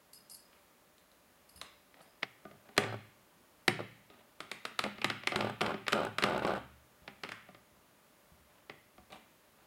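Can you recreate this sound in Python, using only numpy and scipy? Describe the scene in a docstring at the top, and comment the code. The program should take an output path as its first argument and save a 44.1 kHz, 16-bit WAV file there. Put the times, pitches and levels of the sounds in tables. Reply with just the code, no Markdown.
"""A quiet living room: kittens play with a wand toy on a cat tree.
A pellet tinkles in the toy's tiny bell and the stick taps the tree. Claws snap out of the sisal post
with a crack and rip down it in quick slips, one per turn of rope. The hollow post and its platforms
knock along, paws thud and scuff on the plush, and the walls echo over still air and a faint whine."""
import sys
import numpy as np
from scipy import signal
from scipy.fft import rfft, irfft, next_fast_len
from scipy.io import wavfile
from scipy.ndimage import uniform_filter1d, map_coordinates

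SR = 44100
rng = np.random.default_rng(int(sys.argv[2]) if len(sys.argv) > 2 else 0)


def persist_wave(psi):
    """Save psi, clipped to +-1, as 16-bit WAV."""
    counts = np.round(np.clip(psi, -1, 1) * 32767).astype(np.int16)
    wavfile.write(sys.argv[1], SR, np.atleast_2d(counts).T)


N = 426178

# Modes of the post and its platforms. Each row: frequency in Hz, level in dB, t60 in seconds.
TREE_MODES = [(111.3, -31, 0.61), (140.3, -29, 0.33), (211, -18, 0.16), (260, -19, 0.078),
              (396.6, -13.5, 0.085), (520, -23.5, 0.045), (593.6, -10.5, 0.035), (763, -14.5, 0.083),
              (1190, -12, 0.068), (1413, -12.5, 0.047)]
# Colour of the sisal fibre. Each row: frequency in Hz, density in dB.
FIBRE_SPECTRUM = [(40, -45), (150, -7.5), (500, -2), (800, -1.5), (1030, -3), (1220, 1), (1600, -3.5),
                  (2100, 0.5), (2600, -1), (3300, -3), (4300, -8), (5300, -11), (6100, -24.5), (15000, -42)]
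# Claw rips. Each row: start and end in seconds, slips per second, last gap over first gap, level in dB.
CLAW_DRAGS = [(2.805, 2.8448, 75, .6, -31.5), (2.8526, 2.905, 95, 1, -37), (2.927, 2.9423, 60, 1, -30.5),
              (3.7932, 3.8046, 75, 1, -30), (4.8526, 4.864, 68, 1, -28), (5.334, 5.348, 75, 1, -32.5),
              (5.391, 5.498, 47, 1.7, -26), (5.6317, 5.7183, 82, 0.97, -27),
              (5.9494, 6.0689, 76, 2.2, -24.5), (6.2538, 6.3933, 78, 1.6, -24.5),
              (6.422, 6.4488, 39, 1, -24.5), (6.4673, 6.5365, 88, 2.1, -25),
              (6.5507, 6.5776, 114, .85, -28.5)]


def amp(db):
    """Decibels to gain."""
    return 10 ** (np.asarray(db) / 20)


def unit(x):
    """Scale to rms 1."""
    return x / np.sqrt(np.mean(x ** 2) + 1e-20)


def along(points, hz):
    """Interpolate (Hz, value) points on a log frequency axis."""
    point_hz, values = np.transpose(points)
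    return np.interp(np.log(hz + 1), np.log(point_hz), values)


def wobble(knots_per_s):
    """Smooth random curve."""
    knots = rng.standard_normal(int(N * knots_per_s / SR) + 4)
    return map_coordinates(knots, [np.arange(N) * knots_per_s / SR])


def add(track, start_s, sound):
    """Mix a sound into a track."""
    i = max(round(start_s * SR), 0)
    track[i:i + len(sound)] += sound[:max(N - i, 0)]


def butterworth(x, hz, kind):
    """Second-order low-pass or high-pass."""
    return signal.sosfilt(signal.butter(2, hz, kind, fs=SR, output="sos"), x)


def coloured(x, spectrum, size=4096):
    """Minimum-phase filter of energy 1, shaped by (Hz, dB) points."""
    cepstrum = irfft(np.log(amp(along(spectrum, np.fft.rfftfreq(size, 1 / SR)))))
    cepstrum[1:size // 2] *= 2
    cepstrum[size // 2 + 1:] = 0
    kernel = irfft(np.exp(rfft(cepstrum)))
    return signal.oaconvolve(x, kernel / np.linalg.norm(kernel))[:N]


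def ring(times_s, levels_db, modes, detune):
    """Each blow rings the modes (Hz, dB, t60 s) at new strengths; paw load shifts their pitch a little."""
    t, track = np.arange(SR * 2 // 5) / SR, np.zeros(N)
    hz, mode_db, t60_s = np.transpose(modes)[:, :, None]
    polarity = (-1) ** np.arange(len(hz))[:, None]
    decays = polarity * amp(mode_db - 60 * t / t60_s)
    draws = rng.standard_normal((len(times_s), 2, len(hz), 1))
    for start_s, db, (strength, shift) in zip(times_s, levels_db, draws):
        phase = 2 * np.pi * hz * np.exp(detune * shift) * t
        partials = amp(db + 2 * strength) * decays * np.sin(phase.astype(np.float32))
        add(track, start_s, partials.sum(0))
    return track


def bursts(times_s, levels_db, rise_s, tail_db, tail_s, band_hz=None):
    """Each blow is a clump of tiny clicks, as of breaking fibres, that swells, stops and settles."""
    t, track = np.arange(4096) / SR, np.zeros(N)
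    u = t / rise_s
    swell = u ** 2 * np.exp(2 * (1 - u))
    shape = swell + amp(tail_db - 60 * t / tail_s) * (1 - np.exp(-u))
    grit = rng.standard_normal((len(times_s), len(t))) * shape
    grit = irfft(np.exp(1j * np.angle(rfft(grit))))  # many breaks: flat spectrum
    if band_hz is not None:  # each spot favours one band
        hz = np.fft.rfftfreq(len(t), 1 / SR) + 1
        octaves = np.log2(hz / band_hz[:, None])
        grit = irfft(rfft(grit) * amp(6.5 * np.exp(-(octaves / 0.25) ** 2)))
    clumps = grit * np.sqrt(shape)  # steepens the rise and the tail
    shape_rms = np.sqrt(np.mean(shape ** 2))
    for start_s, db, clump in zip(times_s, levels_db, clumps):
        add(track, start_s, amp(db) * unit(clump) * shape_rms)
    return track


def background():
    """Still room air, hiss and a thin, wavering electrical whine."""
    # Each row: frequency in Hz, density in dB.
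    air_spectrum = [(15, -61.5), (25, -29), (59, -8), (141, -11.5), (161, -6.5), (269, -7), (473, -9.5),
                    (587, -7.5), (654, -10.5), (1060, -10.5), (5980, -23.5), (9990, -24), (15800, -22)]
    # Each row: frequency in Hz, rms level in dB.
    whine_tones = [(594, -79.5), (1190, -85.5), (6718, -89.5), (10040, -84.5), (13394, -87)]
    air = amp(-65.5 + 0.33 * wobble(2.9)) * unit(coloured(rng.standard_normal(N), air_spectrum))
    whine = np.zeros(N)
    for hz, db in whine_tones:
        phase = 2 * np.pi * np.cumsum(hz + 14 * wobble(70)) / SR
        whine += amp(db) * np.sqrt(2) * np.sin(phase)
    return air + whine


def room(x, build_up_s=0.0027, blocks=24):
    """Diffuse wall echoes, with a fresh random tail per block so repeated hits ring differently."""
    # Each row: frequency in Hz, t60 in seconds.
    decay_times = [(100, 0.86), (400, 0.27), (1000, 0.4), (2200, .65), (4000, 0.59), (7000, 0.32),
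                   (14000, 0.1)]
    # Each row: frequency in Hz, relative gain in dB.
    wall_spectrum = [(80, -3), (200, 1), (400, 1.5), (700, -1), (1000, 0), (2200, -3), (3200, -3),
                     (4200, -8.5), (5500, -4.5), (10000, 4.5), (15000, 0)]
    hz, t, noise = signal.stft(rng.standard_normal((blocks, SR * 3 // 4)), SR, nperseg=512)
    decay = amp(-60 * t / along(decay_times, hz)[:, None])
    tails = signal.istft(noise * decay, SR, nperseg=512)[1]
    tails *= 1 - np.exp(-(np.arange(tails.shape[1]) / SR / build_up_s) ** 2)
    wet, step = np.zeros(N), N // blocks + 1
    for k, tail in enumerate(tails):
        block = x[k * step:(k + 1) * step]
        add(wet, k * step / SR, signal.fftconvolve(block, tail / np.linalg.norm(tail)))
    return coloured(wet, wall_spectrum)


def shudders():
    """A platform hums briefly on its post as a kitten shifts its weight."""
    # Each row: start and end in seconds, frequency in Hz, level in dB.
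    hums = [(2.8, 3.012, 111.2, -43), (3.69, 3.87, 109.6, -52), (5.06, 5.197, 108, -55),
            (5.37, 5.506, 108, -49), (6.191, 6.92, 71.2, -60.5)]
    track = np.zeros(N)
    for start_s, end_s, hz, db in hums:
        t = np.arange(int((end_s - start_s) * SR)) / SR
        add(track, start_s, amp(db) * signal.windows.tukey(len(t), 0.5) * np.sin(2 * np.pi * hz * t))
    return track


def paws(attack_s=0.0052, release_s=0.011, scuff_db=-21.5):
    """Paws thud on the platforms; paws and ribbons brush the plush; a pad rubs behind each dragged claw."""
    # Each row: time in seconds, level in dB.
    landings = [(1.557, -50), (7.019, -53.5), (7.719, -60), (8.319, -54), (8.693, -57), (8.988, -56),
                (9.16, -63)]
    # Each row: start and end in seconds, level in dB.
    strokes = [(1.55, 1.66, -67.5), (1.94, 2.08, -68.5), (2.64, 2.76, -68.5), (4.1, 4.22, -68),
               (7.01, 7.1, -68.5), (8.48, 8.6, -71.5), (9.1, 9.165, -53.5), (9.58, 9.65, -69)]
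    # Each row: frequency in Hz, density in dB.
    plush_spectrum = [(30, -22), (60, -20), (200, 2.5), (400, -5), (720, 7), (1200, -3), (2000, -4.5),
                      (4000, -9), (6000, -30), (15000, -32)]
    thud_modes = [(51.3, -22, 0.14), (68.0, -6, 0.18), (163, -6, 0.053)]
    thuds = ring(*np.transpose(landings), thud_modes, detune=0.03)
    scuffs = [(start_s, end_s, db + scuff_db) for start_s, end_s, _, _, db in CLAW_DRAGS]
    t, pressure = np.arange(SR // 2) / SR, np.zeros(N)
    for start_s, end_s, db in list(strokes) + scuffs:
        release = np.exp(-np.maximum(t - (end_s - start_s), 0) / release_s)
        add(pressure, start_s, amp(db) * (1 - np.exp(-t / attack_s)) * release)
    friction = rng.standard_normal(N) * amp(4.35 * wobble(170))
    return thuds + pressure * unit(coloured(friction, plush_spectrum))


def bell():
    """A pellet strikes the thin shell of the toy's bell and rattles round inside it."""
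    # Each row: time in seconds, level in dB, relative rattle in dB.
    strikes = [(0.1324, -39, -3), (0.1494, -49, -4), (0.2982, -37.5, 0), (0.3444, -41.5, 2),
               (1.491, -48.5, -4), (1.5594, -41.5, -8), (2.016, -51, -0.5)]
    # Each row: frequency in Hz, level in dB, t60 in seconds.
    shell_modes = [(2806, -19.5, 0.38), (4470, -7, 0.27), (4640, -10, 0.17), (5030, -4.5, 0.48),
                   (5030, -7, 0.36), (9000, -11, 0.25), (9550, -5.5, 0.16), (10000, -5, 0.31),
                   (11600, -4.5, 0.24)]
    # Each row: frequency in Hz, density in dB.
    rattle_spectrum = [(3500, -19), (4400, 1), (5100, -2), (6500, -5.5), (8500, 2), (11500, -7),
                       (13500, -38)]
    times_s, db, rattle_db = np.transpose(strikes)
    shell = ring(times_s, db - 18, shell_modes, detune=0.00307) * amp(5.8 * wobble(220))
    rattle = bursts(times_s, db + rattle_db - 13, rise_s=0.00045, tail_db=-5, tail_s=0.24)
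    return shell + coloured(rattle, rattle_spectrum)


def contacts(times_s, db, knock_db, crack_db, band_hz, send_curve):
    """Sharp contacts crack and kick the post; loud ones sound drier. Returns direct sound and room send."""
    # Each row: frequency in Hz, density in dB.
    crack_spectrum = [(200, -53.5), (2200, -17.5), (4000, 15), (5100, -4), (6200, 0.5), (8000, 0),
                      (10500, -5), (13000, -10), (16000, -26.5)]
    body = bursts(times_s, db - 10, rise_s=0.0022, tail_db=-6, tail_s=0.089, band_hz=band_hz)
    crack = bursts(times_s, db + crack_db - 4, rise_s=0.0016, tail_db=-14, tail_s=0.03)
    knock = ring(times_s + 0.0015, db + knock_db + 4, TREE_MODES, detune=0.048)
    knock = butterworth(knock, 950, "lowpass")  # the rope cushions the kick
    knock = butterworth(knock, 45, "highpass")
    direct = coloured(body, FIBRE_SPECTRUM) + coloured(crack, crack_spectrum) + knock
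    send_db = np.interp(db, *np.transpose(send_curve))
    latest_contact = np.clip(np.searchsorted(times_s - 0.003, np.arange(N) / SR) - 1, 0, len(db) - 1)
    send_gain = uniform_filter1d(amp(send_db)[latest_contact], size=64)
    return np.array([direct, direct * send_gain])


def stick_taps(band_hz=1970, crack_db=-37.5):
    """The wand's blunt stick knocks on the tree, always in its own band, and hardly cracks."""
    # Each row: time in seconds, level in dB, relative knock in dB.
    taps = [(1.941, -49.5, -20), (2.223, -42, -19), (2.2292, -20, -17.5), (2.451, -49, 14),
            (2.5104, -50.5, 5.5), (2.6882, -50, 3.5), (4.9813, -38.5, 1), (5.234, -35.5, -10),
            (5.7409, -34.5, 6.5), (5.8658, -31, -8), (7.0768, -33, -6), (7.2465, -37.5, 0.5),
            (7.4863, -52, 9.5), (7.5456, -44.5, -1.5), (8.6957, -34, -4), (8.979, -51, 6.5)]
    # Each row: tap level in dB, relative room send in dB.
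    send_curve = [(-34, 2), (-20, -10)]
    times_s, db, knock_db = np.transpose(taps)
    return contacts(times_s, db, knock_db, crack_db, np.full(len(db), band_hz), send_curve)


def slip_times(jitter_s=0.0005, spread_db=0.7, max_slips=32):
    """A dragged claw jumps from turn to turn of unevenly wound rope. Returns times and levels."""
    times_s, levels_db = [], []
    draws = rng.standard_normal((len(CLAW_DRAGS), 2, max_slips))
    for (start_s, end_s, slips_per_s, gap_ratio, db), (lag, strength) in zip(CLAW_DRAGS, draws):
        gaps = int(np.clip(round((end_s - start_s) * slips_per_s), 1, max_slips - 1))
        elapsed = np.r_[0, np.cumsum(np.geomspace(1, gap_ratio, gaps))]
        times_s.extend(start_s + (end_s - start_s) * elapsed / elapsed[-1] + jitter_s * lag[:gaps + 1])
        levels_db.extend(db + spread_db * strength[:gaps + 1])
    return np.array(times_s), np.array(levels_db)


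def slip_pushes(times_s, levels_db, push_hz=760, return_s=0.000947, return_db=-4):
    """Each slip is a dull push that returns inverted from the end of the post."""
    def pulse(u):
        return (1 - 2 * u ** 2) * np.exp(-u ** 2)

    t, track = np.arange(-SR // 250, SR // 250) / SR, np.zeros(N)
    stiffnesses = np.exp(0.13 * rng.standard_normal(len(times_s)))
    for start_s, db, stiffness in zip(times_s, levels_db, stiffnesses):
        speed = np.pi * push_hz * stiffness
        reflection = amp(return_db) * pulse(speed * (t - return_s))
        add(track, start_s + t[0], amp(db) * (pulse(speed * t) - reflection))
    return track


def claw_rips():
    """Slips push and ring the post and rasp the sisal; now and then a stiff fibre splinters."""
    # Each row: frequency in Hz, density in dB.
    splinter_spectrum = [(2000, -28), (6000, -6), (8200, 5), (9700, -9), (12000, -6), (14000, -13),
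                         (16000, -30)]
    times_s, db = slip_times()
    pushes = slip_pushes(times_s, db + 1.5)
    post = butterworth(ring(times_s, db - 2, TREE_MODES, detune=0.0492), 56, "highpass")
    rasp = bursts(times_s, db - 21, rise_s=0.0023, tail_db=-22.5, tail_s=0.086)
    splinter_db = db - 34 + 5.5 * rng.standard_normal(len(db))
    splinters = bursts(times_s, splinter_db, rise_s=0.00095, tail_db=-14, tail_s=0.03)
    return pushes + post + coloured(rasp, FIBRE_SPECTRUM) + coloured(splinters, splinter_spectrum)


def snaps_and_ticks():
    """Sharp contacts on the tree: bright claw snaps, dull single slips, faint ticks and scuffs."""
    # Each row: time in seconds, level in dB, relative knock and crack in dB, favoured band in Hz.
    hits = [(0.5286, -52.5, -15, -20, 1200), (0.98, -60, -24, 3, 1040), (1.115, -63.5, -24, 5, 1500),
            (1.613, -33.5, -27, -2, 1070), (2.765, -36, -5, -12, 1500), (2.7775, -11.5, -5, -7.5, 1770),
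            (2.837, -28.5, -5, -22, 1900), (3.6788, -10.5, -7, -9.5, 1920), (4.0987, -48, 0, -30, 3900),
            (4.403, -30.5, -10.5, -10, 1370), (4.514, -28, -13, -6, 2200), (4.6511, -25, -16, -10, 1410),
            (4.79, -18, -17, -9, 1290), (4.8377, -24, -6, -12.5, 2070), (5.0157, -28, -11, -20, 2510),
            (5.0433, -16.5, -6.5, -11, 1980), (5.099, -20, -8, -16.5, 1510),
            (5.2712, -16.5, -21, -12, 2150), (5.319, -27.5, 0.5, -17, 2030), (5.3581, -20.5, -3, -12, 1550),
            (5.4067, -21.5, -28, -24, 1230), (5.6073, -23, -17, -16, 1240),
            (5.6131, -18.5, -2, -11.5, 1360), (5.6616, -24, -17, -18, 1410),
            (5.88, -18.5, -21, -12.5, 1460), (5.9215, -24.5, -1.5, -7, 2900),
            (5.9284, -16, -4, -11.5, 1390), (6.183, -18.5, -13, -13.5, 1420), (6.2226, -20, -8, -15, 1580),
            (6.2367, -14, -5, -13.5, 1390), (6.4477, -26, -1, -27, 1200), (6.4745, -29.5, -16, -16, 1180),
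            (7.234, -27, -17, -16, 1240), (7.2894, -34.5, -9, -12, 2110), (7.3174, -29.5, -19, -13.5, 1690),
            (9.102, -50.5, -1, -10, 740), (9.121, -54, -6, 6, 950)]
    # Each row: contact level in dB, relative room send in dB.
    send_curve = [(-56, 10.5), (-13.5, 0.5), (-8.5, -2)]
    return contacts(*np.transpose(hits), send_curve)


def scene():
    """The play, its echoes and the quiet room, in mono."""
    hits, hit_send = snaps_and_ticks() + stick_taps()
    rips = claw_rips()
    bell_and_paws = bell() + paws()
    echoes = room(amp(-9.5) * hit_send + amp(-11.5) * rips + amp(-4.5) * bell_and_paws)
    return (hits + rips + bell_and_paws + shudders() + echoes + background())[None]


def record(dry):
    """Brick-wall low-pass."""
    top_hz = 15900
    size = next_fast_len(N + SR // 4)
    passband = np.fft.rfftfreq(size, 1 / SR) < top_hz
    return irfft(rfft(dry, size) * passband, size)[..., :N]


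dry = scene()
out = record(dry)
persist_wave(out)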